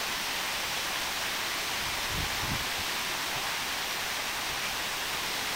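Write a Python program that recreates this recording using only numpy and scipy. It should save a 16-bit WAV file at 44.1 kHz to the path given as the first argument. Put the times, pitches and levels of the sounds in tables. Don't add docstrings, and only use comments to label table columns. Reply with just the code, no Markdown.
import sys
import numpy as np
from scipy import signal
from scipy.fft import rfft, irfft
from scipy.io import wavfile

SR = 44100
rng = np.random.default_rng(int(sys.argv[2]) if len(sys.argv) > 2 else 0)


def generate_wav(sig):
    pcm = np.round(np.clip(np.atleast_2d(sig).T, -1, 1) * 32767).astype(np.int16)
    wavfile.write(sys.argv[1], SR, pcm)


N = 244755

# peak_s, length_s, level_db
WIND_PUFFS = [ (0.71, .05, -49), (1.878, 0.085, -44), (2.205, 0.091, -34), (2.446, .021, -34.5),
              (2.535, 0.058, -32.5), (2.618, .02, -39.5), (2.806, 0.028, -42), (3.376, .022, -40.5),
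              (4.524, 0.078, -47.5), (4.81, .1, -50.5), ]
# (relative, per Hz)
WATER_SPECTRUM = [(25, -6.5), (110, -8), (380, -5.5), (510, -7.5), (780, -1.5), (1080, -0.7), (1290, -4),
                  (1900, -1.04), (3500, -3.5), (4500, -6.5), (5700, -7), (7000, -12.5), (12800, -15.5),
                  (15500, -17)]
# time_s, level_db
FLOW_LEVEL = [(0, -32), (2.9, -32), (3.8, -32.5), (4.95, -32.5), (5.3, -32)]
# time_s, extra_db
POOL_LEVEL = [(0, -0.5), (2.0, -0.0), (2.42, 1.5), (2.75, -0.8), (3.4, 1.0), (4.05, 0), (5.55, 0.0)]
POOL_HZ, POOL_WIDTH_OCT = 920, 0.49

SWELL_AT_S, SWELL_LENGTH_S, SWELL_DB, SWELL_EDGE_HZ = 2.43, 0.56, -46.5, 70
EDDY_HZ, EDDY_DB_PER_OCT, BREVITY_EXPONENT = 120, 14, 0.31
REFERENCE_PUFF_DB, REFERENCE_PUFF_S = -40, 0.03
RISE_SHARE = 0.66
FINE_RATIO, FINE_DB = 1.8, -6.5

NOTCH_HZ, NOTCH_WIDTH_HZ, NOTCH_DB = 11040, 1450, -13.5
TOP_HZ = 15750


def undb(db):
    return 10 ** (np.asarray(db) / 20)


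def unit(x):
    return x / np.sqrt(np.mean(x ** 2))


def curve(rows):
    return np.interp(np.arange(N) / SR, *np.transpose(rows))


def bins():
    return np.maximum(np.arange(N // 2 + 1), 1) * SR / N


def colour(x, points):
    hz, db = np.transpose(points)
    outline_db = np.interp(np.log(bins()), np.log(hz), db)
    return irfft(rfft(x) * undb(outline_db), N)


def walk(rate_hz):
    lowpass = 1 / (1 + (bins() / rate_hz) ** 4)
    return unit(irfft(rfft(rng.standard_normal(N)) * lowpass, N))


def eddies(edge_hz, low_hz=44, suction=0.14):
    hz = bins()
    low_cut = hz / np.hypot(hz, low_hz)
    high_cut = 1 / np.sqrt(1 + (hz / edge_hz) ** 4.6)
    pressure = unit(irfft(rfft(rng.standard_normal(N)) * low_cut * high_cut, N))
    return pressure - suction * (pressure ** 2 - 1)


def puff(at_s, length_s, db, edge_hz):
    t = np.arange(N) / SR
    width_s = length_s * np.where(t < at_s, RISE_SHARE, 1 - RISE_SHARE)
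    envelope = np.exp(-0.5 * ((t - at_s) / width_s) ** 2)
    fine = undb(FINE_DB) * envelope ** 2 * eddies(FINE_RATIO * edge_hz)
    pressure = envelope * (eddies(edge_hz) + fine)
    match = np.sqrt(np.sum(envelope ** 2) / np.sum(pressure ** 2))
    return undb(db) * pressure * match


def breeze():
    out = puff(SWELL_AT_S, SWELL_LENGTH_S, SWELL_DB, SWELL_EDGE_HZ)
    for at_s, length_s, db in WIND_PUFFS:
        strength = 2 ** ((db - REFERENCE_PUFF_DB) / EDDY_DB_PER_OCT)
        brevity = (REFERENCE_PUFF_S / length_s) ** BREVITY_EXPONENT
        out += puff(at_s, length_s, db, EDDY_HZ * strength * brevity)
    return out


def impacts(per_s, spread_db):
    lands = rng.random(N) < per_s / SR
    size = undb(spread_db * np.minimum(rng.exponential(size=N), 4))
    return unit(lands * size * rng.choice([-1, 1], N))


def spray(per_s, splat_s):
    splat = np.exp(-np.arange(SR // 100) / SR / splat_s)
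    energy = signal.fftconvolve(impacts(per_s, spread_db=2.5) ** 2, splat)[:N]
    return unit(np.sqrt(np.abs(energy)) * rng.standard_normal(N))


def foam(per_s, cycles, count=48):
    out = np.zeros(N)
    for hz in np.geomspace(400, 6500, count):
        age_s = np.arange(int(2 * cycles * SR / hz)) / SR
        life = age_s * hz / cycles
        tone = np.sin(2 * np.pi * hz * age_s * (1 + 0.057 * life))
        ring = np.exp(-np.pi * life) * tone
        births = impacts(per_s * hz / 1000, spread_db=1.5)
        out += np.sqrt(hz) * unit(signal.fftconvolve(births, ring)[:N])
    return unit(out)


def surge(x, sway_db, flutter_db, mist_hz, count=18):
    octave, spectrum, pool_db = np.log2(bins()), rfft(x), curve(POOL_LEVEL)
    centres = np.linspace(np.log2(60), np.log2(TOP_HZ), count)
    out = np.zeros(N)
    for centre, pick in zip(centres, np.eye(count)):
        band = irfft(spectrum * np.interp(octave, centres, pick), N)
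        in_pool = np.exp(-0.5 * ((centre - np.log2(POOL_HZ)) / POOL_WIDTH_OCT) ** 2)
        heavy = 1 / (1 + (2 ** centre / mist_hz) ** 2)
        motion_db = sway_db * walk(4.3) + flutter_db * walk(15)
        out += band * undb(heavy * motion_db + in_pool * pool_db)
    return out


def waterfall():
    rush = rng.standard_normal(N)
    bubbles = undb(-11.5) * foam(per_s=35, cycles=10.3)
    drops = undb(-6) * spray(per_s=2200, splat_s=0.0004)
    water = unit(colour(rush + bubbles + drops, WATER_SPECTRUM))
    water = surge(water, sway_db=0.06, flutter_db=0.76, mist_hz=5000)
    slosh_db = 0.07 * walk(17)
    return water * undb(curve(FLOW_LEVEL) + slosh_db)


def scene():
    mono = breeze() + waterfall()
    return np.array([mono, mono])


def record(dry):
    hz = bins()
    offset = 2j * (hz - NOTCH_HZ) / NOTCH_WIDTH_HZ
    notch = (undb(NOTCH_DB) + offset) / (1 + offset)
    top = 1 / np.sqrt(1 + (hz / TOP_HZ) ** 400)
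    return irfft(rfft(dry) * notch * top, N)


dry = scene()
out = record(dry)
generate_wav(out)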